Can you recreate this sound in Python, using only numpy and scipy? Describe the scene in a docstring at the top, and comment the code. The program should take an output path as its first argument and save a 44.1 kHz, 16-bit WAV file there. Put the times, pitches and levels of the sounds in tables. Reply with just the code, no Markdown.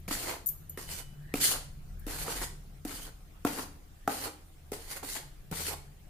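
"""Throughout: a low motor drone from outside, its rumble, room air and microphone hiss (all filtered noise and sines).
At 0 s a faint ring dies away. From 0.08 s: a steel spoon digs into dry flour on a wide steel plate; it lands, and
bumps in mid-stroke, with damped knocks (decaying sines), and grit scrapes (patchy noise). Bangles clink near 0.5 and
0.7 s (high decaying modes), a thin tone peaks at 0.83 s, a noise tick falls near 2 s. The swung spoon swishes
(sliding noise band) up to 1.33, 2.07 and 4.08 s; the last stroke ends near 5.8 s. A small kitchen answers the plate,
bangles and tone; two microphone ports hear it all from close by."""
import sys
import numpy as np
from scipy import signal
from scipy.fft import rfft, irfft, next_fast_len
from scipy.io import wavfile
from scipy.ndimage import uniform_filter1d, map_coordinates

SR = 44100
rng = np.random.default_rng(int(sys.argv[2]) if len(sys.argv) > 2 else 0)


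def digitize_waveform(pressure):
    """Quantize a signal to 16-bit integers and store it at the path in sys.argv[1].

    Rows of a 2-D input are taken as channels; values are limited to [-1, 1].
    """
    field = np.atleast_2d(pressure).T
    bounded = np.clip(field, -1, 1)
    quanta = np.round(bounded * 32767).astype(np.int16)
    wavfile.write(sys.argv[1], SR, quanta)


N = 268569

# Motor drone orders: (centre [Hz], width [Hz])
DRONE_ORDERS = [(39, 5.84), (78, 8.44), (143, 12)]
# Drone order levels before their waver: (time [s], low [dB], middle [dB], top [dB])
DRONE_LEVELS = [(0.0, -46.5, -54, -62), (0.41, -62, -57, -61), (0.92, -55, -53.5, -56.5),
                (1.49, -60.5, -54.5, -48.5), (2.03, -45.5, -55, -59), (2.49, -49.5, -53.5, -51.5),
                (3.14, -56, -59, -68), (3.51, -60, -55, -63), (3.85, -56, -59.5, -68),
                (4.49, -68, -57, -70.5), (5.43, -54, -63, -59), (5.63, -67, -54, -59),
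                (6.09, -56, -64.5, -58)]
# Rumble spectrum: (frequency [Hz], relative density [dB])
RUMBLE_SPECTRUM = [(9, -53), (15, 6.5), (28, 8.5), (52, -6), (100, -7.5), (125, -5), (170, -5),
                   (250, -21.5), (600, -34.5), (800, -61), (1300, -120)]
# Room air and microphone hiss spectrum: (frequency [Hz], relative density [dB])
AIR_SPECTRUM = [(180, -20), (300, -2.5), (326, -4), (513, -9.5), (682, -7), (717, -5), (938, -13.5),
                (1190, -11), (5020, -19), (14900, -18.5), (16500, -23)]
# Left-right correlation: (frequency [Hz], correlation [-1..1])
AIR_CORRELATION = [(300, 0.38), (1000, 0.0), (16000, 0.028)]
RUMBLE_CORRELATION = [(30, 0.84), (600, 1.0)]
# Kitchen reverberation: (frequency [Hz], t60 [s])
KITCHEN_T60 = [(200, 0.6), (1000, 0.4), (4000, 0.4), (10000, 0.35), (16000, 0.25)]
# Air whistling through the spoon's holes: (landing time [s], centre at landing [Hz], level at landing [dB])
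SWISHES = [(1.33, 1910, -56), (2.07, 1760, -62), (4.079, 1880, -66)]
# Faint ring dying away at 0 s, bangle contacts, noise tick near 2 s:
# (time [s], relative level [dB], ring gain [dB])
CLINKS = [(0, -62, 3), (0.46, -28, -10), (0.467, -34, 7), (0.472, -33, 7), (.478, -32, 0),
          (0.4875, -24, -7), (0.4923, -35, 4), (0.5, -50, -3), (.695, -43, 6.5), (1.995, -47, -18)]
# Bangle modes: (frequency [Hz], relative level [dB], t60 [s])
BANGLE_MODES = [(6780, -18, .14), (8040, -30, .08), (9890, -26, .06), (11100, -11, .05), (11920, -3, .06),
                (11965, -4, .06), (12870, -1, .07), (12960, 0, .07), (13380, -17, .05), (13850, -19, .05),
                (15020, -15, .1)]
# Spoon landings and bumps as it digs in mid-stroke:
# (time [s], drive [dB], knock [Hz], knock t60 [s], snap [Hz], relative snap level [dB])
KNOCKS = [(0.077, -25.5, 178, 0.043, 2320, -13), (0.107, -26.5, 278, 0.06, 1200, -4),
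          (0.772, -26.5, 410, 0.015, 1840, -10.5), (1.337, -11.5, 312, 0.013, 2370, -15.5),
          (2.064, -27, 302, 0.039, 2010, -27), (2.278, -29.5, 470, 0.058, 1250, -2),
          (2.413, -33.5, 386, 0.063, 1020, -4), (2.848, -22.5, 294, 0.056, 1360, -36),
          (3.447, -7, 335, 0.015, 1100, -16), (3.584, -27.5, 279, 0.062, 1350, -20),
          (4.074, -10, 783, 0.025, 1266, -10), (4.716, -21.5, 406, 0.025, 1620, -34),
          (5.033, -28.5, 504, 0.015, 1070, -26), (5.164, -38, 302, 0.04, 1770, -3),
          (5.511, -22, 165, 0.069, 1360, -50), (5.68, -34.5, 435, 0.029, 1500, -17)]
# Flour-damped plate modes: (frequency [Hz], relative level [dB], t60 [s])
PLATE_MODES = [(287, -9, 0.1), (429, 3.5, 0.021), (728, -7.5, 0.046), (1080, -6, 0.0043),
               (1320, -7.5, 0.022), (2460, -23.5, 0.036)]
# Strokes, one list each: (time [s], grit hiss level [dB], plate body over hiss [dB])
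STROKES = [
    [(0.084, -40, 2), (0.096, -44.5, -10), (0.104, -42, -15), (0.112, -35.5, -1.5), (0.128, -34.5, -10),
     (0.168, -42, -9), (0.298, -40, -0.5), (0.355, -47.5, 4.5)],
    [(0.778, -56, 8), (0.786, -47, -1.5), (0.82, -45.5, -10.5), (0.862, -51.5, -9.5), (0.916, -40.5, -10),
     (0.976, -46.5, -16), (1.006, -44, -5), (1.02, -51, -4)],
    [(1.354, -34, -4), (1.396, -42.5, -15), (1.414, -25, -27), (1.44, -24.5, -30), (1.484, -28, -24),
     (1.52, -32, -10), (1.528, -35, -12.5), (1.56, -46, 4)],
    [(2.074, -45, -3), (2.08, -43, -1.5), (2.232, -40.5, -13), (2.258, -45, -1), (2.32, -36.5, -5),
     (2.364, -43, -6), (2.442, -37, -3), (2.455, -44.5, -13)],
    [(2.863, -56, 8), (2.877, -46, -8), (2.917, -46, 0), (2.967, -43, -21), (3.001, -49.5, 2),
     (3.011, -48, -17), (3.069, -50, -2.5), (3.085, -55, 4)],
    [(3.463, -42.5, 12), (3.473, -38.5, 3.5), (3.485, -41, -3), (3.519, -45, -1), (3.551, -43, -9),
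     (3.593, -44, 3.5), (3.625, -42, -13), (3.64, -48.5, 1)],
    [(4.092, -46, 10), (4.126, -39.5, -10.5), (4.192, -43, -8), (4.226, -40.5, -7.5), (4.244, -36.5, -5.5),
     (4.28, -45.5, 3)],
    [(4.731, -41.5, 3), (4.759, -49.5, -9), (4.771, -52, -10), (4.837, -52, -12), (4.871, -54.5, -10),
     (4.915, -40, -11), (4.951, -47, -6), (4.97, -41, -8.5)],
    [(5.03, -45, 9.5), (5.038, -48.5, -4), (5.056, -42, -6.5), (5.138, -39, -25.5), (5.162, -38, -2.5),
     (5.174, -38.5, -14), (5.19, -51.5, 5)],
    [(5.524, -47.5, 11.5), (5.558, -42.5, -18.5), (5.604, -36, -7.5), (5.64, -39.5, -22), (5.676, -37, -12),
     (5.682, -35, -10.5), (5.736, -45, -0.5), (5.75, -63.5, 9)],
]
# Scrape spectra of grit hiss, rasp and plate body: (frequency [Hz], relative density [dB])
GRIT_SPECTRUM = [(1760, -37), (3000, -5.5), (3700, -7.5), (3890, -11.5), (4170, -3.5), (4700, -3.5),
                 (5600, -7), (6390, -4.5), (8520, -3.5), (9460, -2.5), (14800, -7), (16000, -49)]
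RASP_SPECTRUM = [(590, -7), (1000, -6), (1980, 3), (2580, -1.5), (3160, -5), (3440, -20), (3800, -3),
                 (4940, -8), (8360, -120)]
BODY_SPECTRUM = [(120, -10.5), (200, -25.5), (231, -13), (270, -3), (370, -4.5), (481, -2.5), (589, -6),
                 (896, -4), (1200, -9.5), (1560, -7), (2640, -120)]
# Left-right correlation of the scrape: (frequency [Hz], correlation [-1..1])
SCRAPE_CORRELATION = [(60, .95), (200, .94), (400, .7), (700, .22), (1500, .08), (4000, 0), (16000, 0)]

WAVER_DB = 3  # each drone order swells and sinks by itself
AIR_DB, RUMBLE_AT_MEAN_DRONE_DB = -62.5, -51
RUMBLE_FOLLOWS = 0.77  # dB per dB of drone swing
TONE_HZ, TONE_DB = 2977, -57  # before drift and flicker
TONE_FULL_S, TONE_HOLD_S = 0.83, 0.085
TONE_RISE_DB_PER_S, TONE_FADE_DB_PER_S = 170, 60
SWISH_DB_PER_S, SWISH_HZ_PER_S = 94, 2200  # louder and higher as the swing speeds up
SWISH_STOP_DB_PER_S = 700  # cut short on landing
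TICK_AT_0_DB, TICK_DB_PER_DRIVE_DB = -26.5, 0.45
RASP_DB, RASP_FOLLOWS = -4, 0.3  # over hiss; dB per dB of plate body
ROAM_DB = 2.5  # the spoon's edge wanders between the ports
LIFT_S, LIFT_DB = 0.035, 23  # fade time and depth as the spoon lifts
TOP_HZ = 16650


def amp(db):
    """Amplitude ratio of a level in dB."""
    return 10 ** (np.asarray(db) / 20)


def unit(x):
    """Scale to rms 1 over all channels."""
    return x / np.sqrt(np.mean(x ** 2) + 1e-20)


def along(points, hz):
    """Interpolate (frequency [Hz], value) points on a log frequency axis."""
    f, v = np.transpose(points)
    return np.interp(np.log(hz + 1), np.log(f + 1), v)


def curves(rows):
    """One value per sample for each column after the time."""
    s, *cols = np.transpose(rows)
    return [np.interp(np.arange(N) / SR, s, c) for c in cols]


def wobble(rate_hz):
    """Smooth random curve through rate_hz normal knots per second."""
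    knots = rng.standard_normal(int(N * rate_hz / SR) + 4)
    return map_coordinates(knots, [np.arange(N) * rate_hz / SR])


def filtered(x, response):
    """Multiply the spectrum of x by a response of frequency in Hz."""
    m = next_fast_len(N + SR // 2)
    return irfft(rfft(x, m) * response(np.fft.rfftfreq(m, 1 / SR)), m)[..., :N]


def rush(spectrum, correlation, patchy_db, shape=1):
    """Stereo noise of rms 1 in time-frequency patches of random gain; shape is its fine grain in time."""
    z = signal.stft(shape * rng.standard_normal((2, N)), nperseg=512)[2]
    field = rng.standard_normal(z.shape[1:])
    field = uniform_filter1d(field, size=5, axis=0)
    field = uniform_filter1d(field, size=6, axis=1)
    pair = signal.istft(z * amp(patchy_db * unit(field)), nperseg=512)[1][:, :N]

    def mid_side_response(hz):
        angle = np.arccos(np.clip(along(correlation, hz), -1, 1)) / 2
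        return amp(along(spectrum, hz)) * [np.cos(angle), np.sin(angle)]

    mid, side = filtered(pair, mid_side_response)
    return unit(np.array([mid + side, mid - side]))


def ring(modes, t, spread_db):
    """One blow: decaying sine modes, each at a new random strength."""
    return sum(amp(db + rng.normal(0, spread_db) - 60 * t / t60) * np.sin(2 * np.pi * hz * t)
               for hz, db, t60 in modes)


def grains(rate_hz, spread_db):
    """Sparse clicks of unequal size, smeared over about a millisecond, rms 1."""
    size_db = spread_db * np.minimum(rng.exponential(size=N), 2.5)
    clicks = (rng.random(N) < rate_hz / SR) * amp(size_db)
    return unit(uniform_filter1d(clicks, size=50))


def background():
    """Drone orders as unsteady sines plus narrow noise, over rumble; room air and microphone hiss above."""
    orders_db = curves(DRONE_LEVELS)
    drone_db = np.mean(orders_db, axis=0)
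    out = amp(AIR_DB) * rush(AIR_SPECTRUM, AIR_CORRELATION, patchy_db=2.5)
    rumble_db = RUMBLE_AT_MEAN_DRONE_DB + RUMBLE_FOLLOWS * (drone_db - drone_db.mean())
    out = out + amp(rumble_db) * rush(RUMBLE_SPECTRUM, RUMBLE_CORRELATION, patchy_db=1.0)
    for (hz, width_hz), level_db in zip(DRONE_ORDERS, orders_db):
        sine = np.sin(2 * np.pi * np.cumsum(hz + 0.5 * width_hz * wobble(7)) / SR)
        band = filtered(rng.standard_normal(N), lambda f: np.exp(-((f - hz) / width_hz) ** 2))
        order = unit(sine + 0.66 * unit(band) * [[1.1], [0.8]])
        level_db = level_db + WAVER_DB * wobble(3.6)
        out = out + amp(level_db + [[0.6], [-0.6]]) * order
    return out


def kitchen(x):
    """Walls answer with noise tails, new for each third of a second; each frequency has its own decay."""
    out, step = np.zeros((2, N + 2 * SR)), SR // 3
    for i in range(0, N, step):
        hz, t, z = signal.stft(rng.standard_normal((2, SR // 2)), SR, nperseg=256)
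        decay = amp(-60 * t / along(KITCHEN_T60, hz)[:, None])
        tail = signal.istft(z * decay, SR, nperseg=256)[1]
        wet = signal.fftconvolve(x[None, i:i + step], tail / np.linalg.norm(tail[0]), axes=1)
        out[:, i + 200:][:, :wet.shape[1]] += wet  # 200 samples of predelay
    left, right = out[:, :N]
    mid = (left + right) / 2
    # long waves reach both ports alike
    side = filtered((left - right) / 2, lambda hz: np.clip(hz / 800, 0, 1) ** 2)
    return np.array([mid + side, mid - side])


def thin_tone():
    """Faint, nearly steady sine that swells, holds and fades while flickering in strength."""
    phase = 2 * np.pi * np.cumsum(TONE_HZ + 6 * wobble(12)) / SR
    after_s = np.arange(N) / SR - TONE_FULL_S
    rise_db = TONE_RISE_DB_PER_S * after_s
    fade_db = TONE_FADE_DB_PER_S * (TONE_HOLD_S - after_s)
    level_db = TONE_DB + np.minimum(0, np.minimum(rise_db, fade_db))
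    return amp(level_db + 3.5 * wobble(60)) * np.sin(phase)


def swish():
    """Air through the spoon's holes: low noise carried on a rising centre frequency."""
    out = 0
    for s, hz, db in SWISHES:
        after_s = np.arange(N) / SR - s
        flutter = filtered(rng.standard_normal((2, N)), lambda f: np.exp(-(f / 200) ** 2))
        phase = 2 * np.pi * np.cumsum(hz + SWISH_HZ_PER_S * after_s) / SR
        level_db = db + np.minimum(SWISH_DB_PER_S * after_s, -SWISH_STOP_DB_PER_S * after_s)
        out = out + amp(level_db) * unit(flutter * np.sin(phase))
    return out


def bangles():
    """Thin metal rings on the wrist: noise ticks and high modes in varying balance, nearer the left port."""
    out, t = np.zeros((2, N + SR)), np.arange(SR // 2) / SR
    for s, db, ring_db in CLINKS:
        tick = amp(-60 * t / 0.031) * np.diff(rng.standard_normal((2, len(t) + 3)), n=3) / 2
        glance = 1 - np.exp(-t / 0.00071)  # soft onset: the rings glance off each other rather than strike
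        left = ring(BANGLE_MODES, t, spread_db=2.5)
        right = -ring(BANGLE_MODES[::2], t, spread_db=3.5)
        rings = amp(ring_db) * np.array([left, right])
        rings[1] += 0.38 * rings[0]  # the far port hears the modes in another balance
        out[:, round(s * SR):][:, :len(t)] += amp(db) * glance * (rings + 1.14 * tick)
    return out[:, :N] * amp([[1.5], [-1.5]])


def knocks():
    """Landings and mid-stroke bumps: the edge ticks in the flour; 1 ms later knock, muffled modes and snap."""
    out, t = np.zeros((2, N + SR)), np.arange(SR // 4) / SR
    for s, db, hz, t60, snap_hz, snap_db in KNOCKS:
        push = amp(-60 * t / t60) * np.sin(2 * np.pi * hz * t)
        snap = amp(snap_db + 8.5 - 60 * t / 0.01) * np.sin(2 * np.pi * snap_hz * t)
        onset = 1 - np.exp(-t / 0.00086)
        knock = (push + amp(-7.5) * ring(PLATE_MODES, t, spread_db=3.0)) * onset + snap
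        noise = signal.lfilter([1, -0.35], 1, rng.standard_normal((2, len(t))))
        tick = amp(-60 * t / 0.053) * noise
        tick_db = TICK_AT_0_DB + TICK_DB_PER_DRIVE_DB * db
        out[:, round((s + 0.0032) * SR):][:, :len(t)] += amp(db - 3.5) * knock
        out[:, round((s + 0.0022) * SR):][:, :len(t)] += amp(tick_db) * tick
    low_cut = signal.butter(4, 120, "high", fs=SR, output="sos")  # the plate radiates no deep bass
    return signal.sosfilt(low_cut, out[:, :N])


def scrape():
    """Grit catches and slips under the spoon's edge, hissing in the thin steel and shaking the plate."""
    t = np.arange(N) / SR
    strokes = []
    for rows in STROKES:
        end_s, end_db, end_body_db = rows[-1]
        strokes.append([*rows, (end_s + LIFT_S, end_db - LIFT_DB, end_body_db)])
    touch = sum((t >= rows[0][0]) & (t < rows[-1][0]) for rows in strokes)
    touch = uniform_filter1d(1.0 * touch, size=300)
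    hiss_db, body_db = curves([row for rows in strokes for row in rows])
    pan_db = ROAM_DB * wobble(12)
    fine = amp(1.46 * wobble(60) + 0.61 * wobble(600))  # clumps of fine grains, shared by all bands
    coarse = grains(rate_hz=220, spread_db=3)  # bigger lumps crunch, more in the plate than in the treble
    hiss = rush(GRIT_SPECTRUM, SCRAPE_CORRELATION, patchy_db=2.2, shape=fine + 0.18 * coarse)
    rasp = rush(RASP_SPECTRUM, SCRAPE_CORRELATION, patchy_db=2.5, shape=fine + 0.6 * coarse)
    body = rush(BODY_SPECTRUM, SCRAPE_CORRELATION, patchy_db=2.0, shape=fine + 0.45 * coarse)
    layers = hiss + amp(RASP_DB + RASP_FOLLOWS * body_db) * rasp + amp(body_db) * body
    return touch * amp(hiss_db + [pan_db / 2, -pan_db / 2]) * layers


def scene():
    """Plate, spoon and thin tone fill the room; the bangles' high ring is absorbed more."""
    plate = scrape() + knocks() + thin_tone()
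    wrist = bangles()
    room = kitchen(amp(-6.5) * plate[0] + amp(-12) * wrist[0])
    return plate + wrist + room + swish() + background()


def record(dry):
    """The treble falls 36 dB around 15.6 kHz and ends at the band limit."""
    return filtered(dry, lambda hz: (hz < TOP_HZ) * amp(-36 / (1 + np.exp((15600 - hz) / 70))))


dry = scene()
out = record(dry)
digitize_waveform(out)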